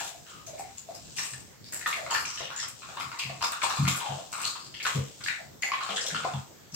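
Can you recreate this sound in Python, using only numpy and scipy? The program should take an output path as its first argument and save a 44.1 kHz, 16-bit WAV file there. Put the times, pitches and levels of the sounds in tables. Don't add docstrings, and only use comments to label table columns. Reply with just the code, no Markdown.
import sys
import numpy as np
from scipy import signal
from scipy.io import wavfile
from scipy.ndimage import uniform_filter1d

SR = 44100
rng = np.random.default_rng(int(sys.argv[2]) if len(sys.argv) > 2 else 0)


def gain_from_db(level_db):
    decades = np.asarray(level_db, float) / 20
    return 10 ** decades


def put_to_file(sound):
    columns = np.atleast_2d(sound).T
    safe = np.clip(columns, -1, 1)
    whole_steps = np.round(safe * 32767)
    wavfile.write(sys.argv[1], SR, whole_steps.astype(np.int16))


N = 297675
EVENT_SAMPLES, POP_SAMPLES = 16384, 300

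# (time [s], peak level of the pop [dB], mouth cavity pitch at start [Hz], squelch length [s])
SMACK_EVENTS = [(0, -24.5, 1650, 0.18), (0.01, -28.5, 725, 0.23), (0.582, -42.5, 2260, 0.47),
                (1.17, -30, 2730, 0.47), (1.185, -24, 1950, 0.16), (1.188, -28.5, 1150, 0.34),
                (1.337, -33.5, 1830, 0.033), (1.728, -32, 1830, 0.35), (1.813, -32, 1800, 0.12),
                (1.86, -30, 1880, 0.44), (1.862, -19, 1300, 0.32), (1.929, -18, 2260, 0.076),
                (1.985, -29, 1880, .04), (2.064, -25, 1250, 0.18), (2.103, -25.5, 1204, 0.82),
                (2.111, -17.5, 1020, 0.3), (2.148, -13.5, 1780, 0.16), (2.252, -22, 2530, 0.22),
                (2.375, -27.5, 2840, 0.46), (2.405, -29, 550, 0.26), (2.452, -28.5, 2980, 0.26),
                (2.502, -29.5, 1040, 0.33), (2.592, -27, 1900, 0.21), (2.63, -27, 1200, 0.11),
                (2.82, -37.5, 1190, 0.42), (2.822, -40, 2620, 0.56), (2.888, -34, 1410, 0.47),
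                (2.89, -36.5, 690, 0.35), (2.97, -26.5, 1020, 0.055), (2.982, -29, 1070, 0.056),
                (3.0, -24.5, 1200, 0.06), (3.009, -26.5, 2340, 0.076), (3.027, -24, 1230, 0.067),
                (3.054, -34.5, 1180, 0.22), (3.117, -27.5, 1300, 0.018), (3.128, -30.5, 1140, 0.9),
                (3.195, -22, 2650, 0.34), (3.296, -29, 670, 0.11), (3.41, -24, 1100, 0.12),
                (3.427, -16.5, 1100, 0.045), (3.437, -18.5, 1124, 0.16), (3.524, -25.5, 1340, 0.29),
                (3.618, -21, 2270, 0.052), (3.619, -22.5, 1260, 0.64), (3.634, -14.5, 980, 0.044),
                (3.644, -20, 875, .06), (3.666, -25, 990, 0.063), (3.704, -18.5, 1170, 0.1),
                (3.736, -19.5, 1010, 0.1), (3.771, -23.5, 1090, 0.22), (3.853, -21, 1360, 0.068),
                (3.87, -21.5, 2240, .1), (3.878, -18.5, 1160, 0.061), (3.947, -26, 1260, 0.25),
                (4.004, -25.5, 3230, 0.02), (4.012, -25, 980, 0.16), (4.061, -27, 764, 0.45),
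                (4.328, -29, 1210, 0.61), (4.383, -28, 1050, 0.18), (4.404, -30.5, 1180, 0.2),
                (4.434, -23.5, 2750, 0.084), (4.459, -26, 1180, 0.13), (4.556, -31, 1110, 0.11),
                (4.741, -31.5, 3000, 0.55), (4.801, -25.5, 2430, 0.46), (4.852, -16, 1550, 0.046),
                (4.864, -16.5, 1124, 0.31), (5.207, -33, 1400, 0.45), (5.239, -28, 3100, 0.24),
                (5.261, -23, 1690, 0.3), (5.283, -14, 1960, 0.22), (5.625, -22.5, 2100, 0.36),
                (5.717, -18, 2220, 0.086), (5.734, -21.5, 2290, 0.45), (5.719, -26, 1080, 0.3),
                (5.809, -23, 1240, 0.47), (5.639, -31.5, 760, 0.5), (5.892, -25, 716, 0.34),
                (6.049, -34.5, 640, 0.52), (5.905, -24.5, 3040, 0.19), (5.961, -24.5, 3230, 0.25),
                (5.972, -24.5, 1720, 0.17), (6.067, -25, 3400, 0.1), (6.103, -28.5, 1620, 0.27),
                (6.147, -18, 1370, 0.057), (6.164, -22.5, 3100, .1), (6.204, -26.5, 1280, 0.38),
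                (6.247, -23, 646, 0.055), (6.337, -25.5, 830, 0.15)]
# (centre pitch [Hz], basic width [Hz], level [dB])
MUZZLE_RESONANCES = [(2370, 540, -9.5), (3750, 490, -9.5)]
# (time [s], peak level of the tick [dB], whistle pitch [Hz], level of airy top [dB], fizz length [s])
SNAP_EVENTS = [(0, -25, 3380, 8.5, 0.39), (0.4647, -30.5, 6300, 11.5, 0.18), (0.589, -33, 8100, 15, 0.11),
               (0.775, -34.5, 7200, 5, 0.087), (0.947, -30.5, 5100, 13.5, 0.082),
               (1.165, -24, 8430, 6, 0.64), (1.182, -19.5, 5540, 5.5, 0.14),
               (1.334, -25.5, 8200, -14, 0.058), (1.724, -22.5, 7650, 19, 0.28),
               (1.866, -27.5, 3750, 16, 0.41), (2.108, -21, 7200, 6, 0.08), (2.137, -21, 4640, 11.5, 0.4),
               (2.252, -22.5, 5700, -6, 0.86), (2.562, -25, 7100, -7, 0.17), (2.593, -25.5, 5360, -19, 0.3),
               (2.681, -28.5, 8060, 16, 0.079), (2.995, -34, 4830, 15, 0.34), (3.188, -24.5, 4570, 7, 0.35),
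               (3.424, -19.5, 5060, 6, 0.2), (3.52, -19, 8300, 24, 0.017), (3.627, -28, 4160, 8, 0.95),
               (3.629, -20, 8300, -11, 0.097), (3.695, -23.5, 5640, 9, 0.12), (3.878, -17, 3360, 7.5, 0.22),
               (3.959, -20, 8000, 32, 0.093), (4.319, -30.5, 8200, 8, 0.49), (4.415, -24, 8250, 12, 0.19),
               (4.444, -19.5, 4200, -24, 0.12), (4.46, -22.5, 4200, 37, 0.11),
               (4.469, -20, 4300, -14, 0.35), (4.596, -36, 4640, -14, 0.6), (4.827, -25.5, 4450, 11, 0.15),
               (4.857, -24, 3200, 3.5, 0.55), (5.2383, -25, 4530, 2.5, 0.16),
               (5.621, -24.5, 6840, 13, 0.35), (5.829, -31, 3800, -20, 0.26),
               (5.962, -17.5, 3430, -41, 0.049), (6.009, -23.5, 5250, -16, 0.058),
               (6.064, -21, 5740, 8, 0.13), (6.72, -36, 5650, 0, .3), (6.741, -25, 5340, 12, .3)]
# (frequency [Hz], relative level [dB])
SALIVA_COLOUR = [(1200, -59.5), (2500, 16), (4000, 18.5), (6000, 20.5), (7800, 24), (9200, 9), (12000, -12)]
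# (frequency [Hz], relative level [dB])
AIRY_COLOUR = [(6000, 5), (9000, 7), (11000, 6.5), (15500, -3)]
# (start [s], length [s], level before fading [dB], cavity pitch at start [Hz], cavity pitch at end [Hz])
SLURP_EVENTS = [(0.258, 0.11, -56.5, 1500, 1460), (0.309, 0.12, -53.5, 1280, 1190),
                (0.254, 0.19, -56.5, 3030, 2970), (0.47, 0.16, -49, 644, 626),
                (0.879, 0.086, -49.5, 690, 690), (1.638, 0.095, -49.5, 4660, 5100),
                (1.963, 0.12, -42, 640, 600), (2.501, 0.17, -45.5, 1380, 2240),
                (4.001, 0.21, -41.5, 955, 547), (4.854, .05, -56, 433, 440), (4.951, 0.069, -40, 450, 450),
                (5.89, 0.32, -49, 468, 460), (5.387, 0.052, -49, 716, 604)]
# (time [s], peak level [dB], pitch at start [Hz], length [s])
GLOOP_EVENTS = [(0.148, -45.5, 688, 0.02), (0.533, -39.5, 616, 0.033), (0.596, -32.5, 756, 0.011),
                (0.609, -36.5, 766, 0.019), (0.888, -37, 668, 0.02), (1.86, -20.5, 1844, 0.0073),
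                (5.718, -26, 1119, 0.024), (5.735, -29.5, 1051, 0.022), (6.249, -23, 706, 0.013),
                (6.252, -27.5, 1016, 0.018)]
# (time [s], level of main tone [dB], middle pitch [Hz], time to fade by 60 dB [s])
THUMP_EVENTS = [(1.315, -35.5, 123.5, 0.18), (2.409, -40.5, 142, .17), (3.055, -35, 143, 0.056),
                (3.241, -30, 135.6, 0.26), (3.786, -10.5, 139.2, 0.24), (3.857, -20.5, 174.3, 0.088),
                (4.088, -25.5, 140, 0.18), (4.947, -14, 136.8, 0.15), (5.887, -39, 199, 0.13),
                (6.116, -28, 147.2, 0.25), (6.169, -33, 139.6, 0.34), (6.334, -18.5, 135, 0.11),
                (6.722, -30.5, 166, .15)]
# (pitch [Hz], width [Hz], relative level [dB])
ROOM_MODES = [(90, 18, 1), (135, 14.4, -6.5), (178.3, 8.3, -4), (203, 11, 0.5), (255, 46, -3.5)]
# (time [s], level [dB])
JAW_EFFORT = [(0, -47.5), (.21, -67), (.3, -54.5), (.4, -61), (.45, -63), (.55, -58.5), (0.859, -60),
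              (1.13, -53), (1.55, -78), (1.9, -46), (2.6, -73), (2.78, -55), (3.0, -54), (3.3, -57),
              (3.8, -46), (4.2, -50.5), (4.5, -70), (5.15, -57.5), (5.3, -50), (5.55, -69.5), (6.05, -41.5),
              (6.38, -54), (6.46, -61.5), (6.75, -84)]
# (frequency [Hz], time to fade by 60 dB [s])
ECHO_FADE = [(150, 0.069), (600, 0.37), (2000, 0.32), (6000, 0.19), (14000, 0.21)]
# (frequency [Hz], relative level [dB])
HUSH_COLOUR = [(15, -42), (30, -11.5), (117, -0.5), (206, -8), (516, -11.5), (1200, -17.5), (2500, -21.5),
               (5000, -20), (7800, -18.5), (9300, -37), (13000, -26.5), (15800, -24.5)]
# (frequency [Hz], likeness from 0 to 1 [no unit])
HUSH_LIKENESS = [(60, 0.21), (150, 0.32), (260, 0.13), (800, 0.064), (3000, 0.0051)]


def evened(x):
    return x / np.sqrt(np.mean(x ** 2) + 1e-20)


def read_curve(points, hz):
    f, value = np.transpose(points)
    return np.interp(np.log(hz + 1), np.log(f + 1), value)


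def add(mix, s, sound):
    part = mix[..., round(s * SR):][..., :sound.shape[-1]]
    part += sound[..., :part.shape[-1]]


def resonate(x, hz, width_hz):
    turn = np.exp(2j * np.pi * np.cumsum(hz * np.ones(x.shape[-1])) / SR)
    r = np.exp(-np.pi * width_hz / SR)
    smooth = signal.lfilter([1 - r], [1, -r], x / turn)
    return 2 * (turn * smooth).real


def resonate_twice(x, hz, width_hz, second_width_hz):
    return resonate(resonate(x, hz, width_hz), hz, second_width_hz)


def colour_filter(points):
    hz = abs(np.fft.fftfreq(1024, 1 / SR))
    log_gain = np.log(gain_from_db(read_curve(points, hz)))
    spectrum = np.exp(log_gain - 1j * signal.hilbert(log_gain).imag)
    return np.fft.ifft(spectrum).real[:256]


def bubbles(shape, per_s, spread_db):
    size = gain_from_db(spread_db * np.minimum(rng.exponential(1, shape), 3.2))
    size = size * rng.choice([-1., 1.], shape)
    return size * (rng.random(shape) < per_s / SR)


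def squelch(wet, length, level_db, fade, rise_s, clump_db):
    t = np.arange(EVENT_SAMPLES) / SR
    wet = wet + 0.3 * np.roll(wet[::-1], 3)
    clumps = rng.standard_normal(EVENT_SAMPLES)
    clumps = evened(uniform_filter1d(uniform_filter1d(clumps, size=180), size=180))
    fade_db = -60 * (t / max(length, .02)) ** fade
    drive = gain_from_db(level_db + fade_db + clump_db * np.minimum(clumps, 1)) * wet
    drive *= np.minimum(t / rise_s, 1)
    drive *= 1 + 3.35 * np.exp(-t / 0.0055)
    drive = drive[:, :2 * POP_SAMPLES + int(length * SR)]
    drive[0, 3], drive[1, 0] = 1, .8
    drive[[0, 1], [130, 145]] += .6
    return drive


def smacks():
    out, t = np.zeros((2, N)), np.arange(EVENT_SAMPLES) / SR
    crackle = bubbles((len(SMACK_EVENTS), 2, EVENT_SAMPLES), per_s=1100, spread_db=5.0)
    shapes = rng.uniform(-1, 1, (len(SMACK_EVENTS), 1 + len(MUZZLE_RESONANCES)))
    for (s, db, hz, length), wet, (bend, *shifts) in zip(SMACK_EVENTS, crackle, shapes):
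        cavity_width_hz = hz * 0.27 * (hz / 1e3) ** -0.2
        drive = squelch(wet, length, level_db=-21.0, fade=1.485, rise_s=0.002, clump_db=5.5)
        cavity_hz = hz * (1 + 0.07 * bend * np.tanh(t[:drive.shape[1]] / 0.021))
        ring = resonate_twice(drive, cavity_hz, cavity_width_hz, 1.6 * cavity_width_hz)
        slap = resonate(resonate(drive, 1.08 * cavity_hz, 750), 1.68 * cavity_hz, 1560)
        ring += gain_from_db(-8.5) * slap
        for (upper_hz, width_hz, upper_db), shift in zip(MUZZLE_RESONANCES, shifts):
            here_hz = upper_hz * (1 + 0.21 * shift)
            ring += gain_from_db(upper_db) * resonate_twice(drive, here_hz, width_hz, 2.75 * width_hz)
        add(out, s, gain_from_db(db) * ring / abs(ring[:, :POP_SAMPLES]).max())
    return out


def snaps():
    out = np.zeros((2, N))
    spit, air = evened(colour_filter(SALIVA_COLOUR)), evened(colour_filter(AIRY_COLOUR))
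    crackle = bubbles((len(SNAP_EVENTS), 2, EVENT_SAMPLES), per_s=2400, spread_db=3.0)
    for (s, db, hz, air_db, length), wet in zip(SNAP_EVENTS, crackle):
        drive = squelch(wet, length, level_db=-14.5, fade=1.37, rise_s=0.0072, clump_db=6.5)
        spray = 0.16 * np.tanh(drive / 0.62)
        fizz = signal.oaconvolve(drive, spit[None], axes=1)
        fizz += gain_from_db(air_db) * signal.oaconvolve(spray, air[None], axes=1)
        fizz += gain_from_db(7.0) * resonate_twice(fizz, hz, 800, 1500)
        add(out, s, gain_from_db(db) * fizz / abs(fizz[:, :POP_SAMPLES]).max())
    return out


def slurps():
    out = np.zeros((2, N))
    for s, length, db, start_hz, end_hz in SLURP_EVENTS:
        t = np.arange(0, length, 1 / SR)
        pocket_hz = start_hz + (end_hz - start_hz) * t / length
        mean_hz = (start_hz + end_hz) / 2
        wet = bubbles((2, len(t)), per_s=350, spread_db=-2.0)
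        ring = evened(resonate_twice(wet, pocket_hz, 0.12 * mean_hz, 1.24 * mean_hz))
        for upper_hz, width_hz, upper_db in MUZZLE_RESONANCES:
            ring = ring + gain_from_db(upper_db - 4.0) * evened(resonate(wet, upper_hz, 1.3 * width_hz))
        shape = np.minimum(t / 0.0023, 1) * gain_from_db(-8.5 * t / length)
        soft_ends = signal.windows.tukey(len(t), .15)
        add(out, s, gain_from_db(db) * shape * evened(ring) * soft_ends)
    return out


def gloops():
    out = np.zeros(N)
    for (s, db, hz, length), phase in zip(GLOOP_EVENTS, rng.random(len(GLOOP_EVENTS))):
        u = np.arange(0, length, 1 / SR) / length
        swell = np.sin(np.pi * u ** 0.3)
        cycles = hz * length * u * (1 + 0.01 * u) + phase
        add(out, s, gain_from_db(db) * swell * np.sin(2 * np.pi * cycles))
    return out


def thumps():
    thump, t = np.zeros(N), np.arange(EVENT_SAMPLES) / SR
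    swell_s = 0.017
    waver = uniform_filter1d(rng.standard_normal((len(THUMP_EVENTS), EVENT_SAMPLES)), 400)
    for (s, db, hz, fade_s), w in zip(THUMP_EVENTS, waver):
        turns = 2 * np.pi * np.cumsum(hz * (1 + 1.66 * w)) / SR
        tone = np.sin(turns) + 0.15 * np.sin(1.5 * turns)
        tone += 0.059 * np.sin(1.84 * turns) + 0.13 * np.sin(0.648 * turns)
        swell = np.sin(np.pi / 2 * np.minimum(t / swell_s, 1))
        fade = gain_from_db(-60 * (np.maximum(t - swell_s, 0) / fade_s) ** 1.74)
        add(thump, s, gain_from_db(db) * swell * fade * tone)
    boom = sum(gain_from_db(db) * resonate(thump, hz, width_hz) for hz, width_hz, db in ROOM_MODES)
    return (0.17 * thump + .5 * boom) * gain_from_db(np.array([[1.2], [-1.2]]))


def chewing():
    effort_db = np.interp(np.arange(N) / SR, *np.transpose(JAW_EFFORT))
    wet = bubbles((2, N), per_s=2500, spread_db=7.5)
    crackle = signal.oaconvolve(wet, colour_filter(SALIVA_COLOUR)[None], axes=1)[:, :N]
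    return gain_from_db(effort_db) * evened(crackle)


def kitchen(x):
    taps = np.zeros((2, SR))
    at = np.arange(300, SR - 20, 20) + rng.integers(0, 20, (2, (SR - 301) // 20))
    np.put_along_axis(taps, at, rng.choice([-1., 1.], at.shape), 1)
    hz, t, z = signal.stft(taps, SR, nperseg=256)
    fade = gain_from_db(-60 * t / read_curve(ECHO_FADE, hz)[:, None])
    tail = signal.istft(z * fade, SR, nperseg=256)[1]
    return signal.fftconvolve(x, tail / np.linalg.norm(tail[0]), axes=1)[:, :N]


def hush():
    frames, hz = N // 256 + 5, np.fft.rfftfreq(1024, 1 / SR)
    a, b, c, d, patches = rng.standard_normal((frames, 513, 5)).T
    patches = uniform_filter1d(patches, 12, axis=0)
    patches = evened(uniform_filter1d(patches, 14, axis=1))
    same = np.clip(read_curve(HUSH_LIKENESS, hz), -1, 1)[:, None]
    left = a + 1j * b
    right = same * left + np.sqrt(1 - same ** 2) * (c + 1j * d)
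    z = np.array([left, right])
    z *= gain_from_db(read_curve(HUSH_COLOUR, hz)[:, None] + 2.2 * patches)
    noise = signal.istft(z, nperseg=1024, noverlap=768)[1][:, :N]
    return gain_from_db(-52) * evened(noise)


def scene():
    mouth = smacks() + snaps() + slurps() + gloops() + chewing()
    mouth = mouth * gain_from_db(np.array([[2.5], [.1]]))
    low = thumps()
    high_pass = signal.butter(6, 200, "high", fs=SR, output="sos")
    overtones = signal.sosfilt(high_pass, low)
    echo = kitchen(gain_from_db(-1.0) * mouth + gain_from_db(6.0) * overtones)
    return mouth + low + echo + hush()


def low_pass(x):
    return signal.sosfilt(signal.butter(12, 16650, fs=SR, output="sos"), x)


def record(dry):
    bass_cut = signal.butter(2, 70, "high", fs=SR, output="sos")
    thin = signal.sosfilt(bass_cut, dry)
    treble_limit = signal.firwin(255, 15900, fs=SR)
    mix = signal.oaconvolve(thin, treble_limit[None], "same")
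    return low_pass(mix)


dry = scene()
out = record(dry)
put_to_file(out)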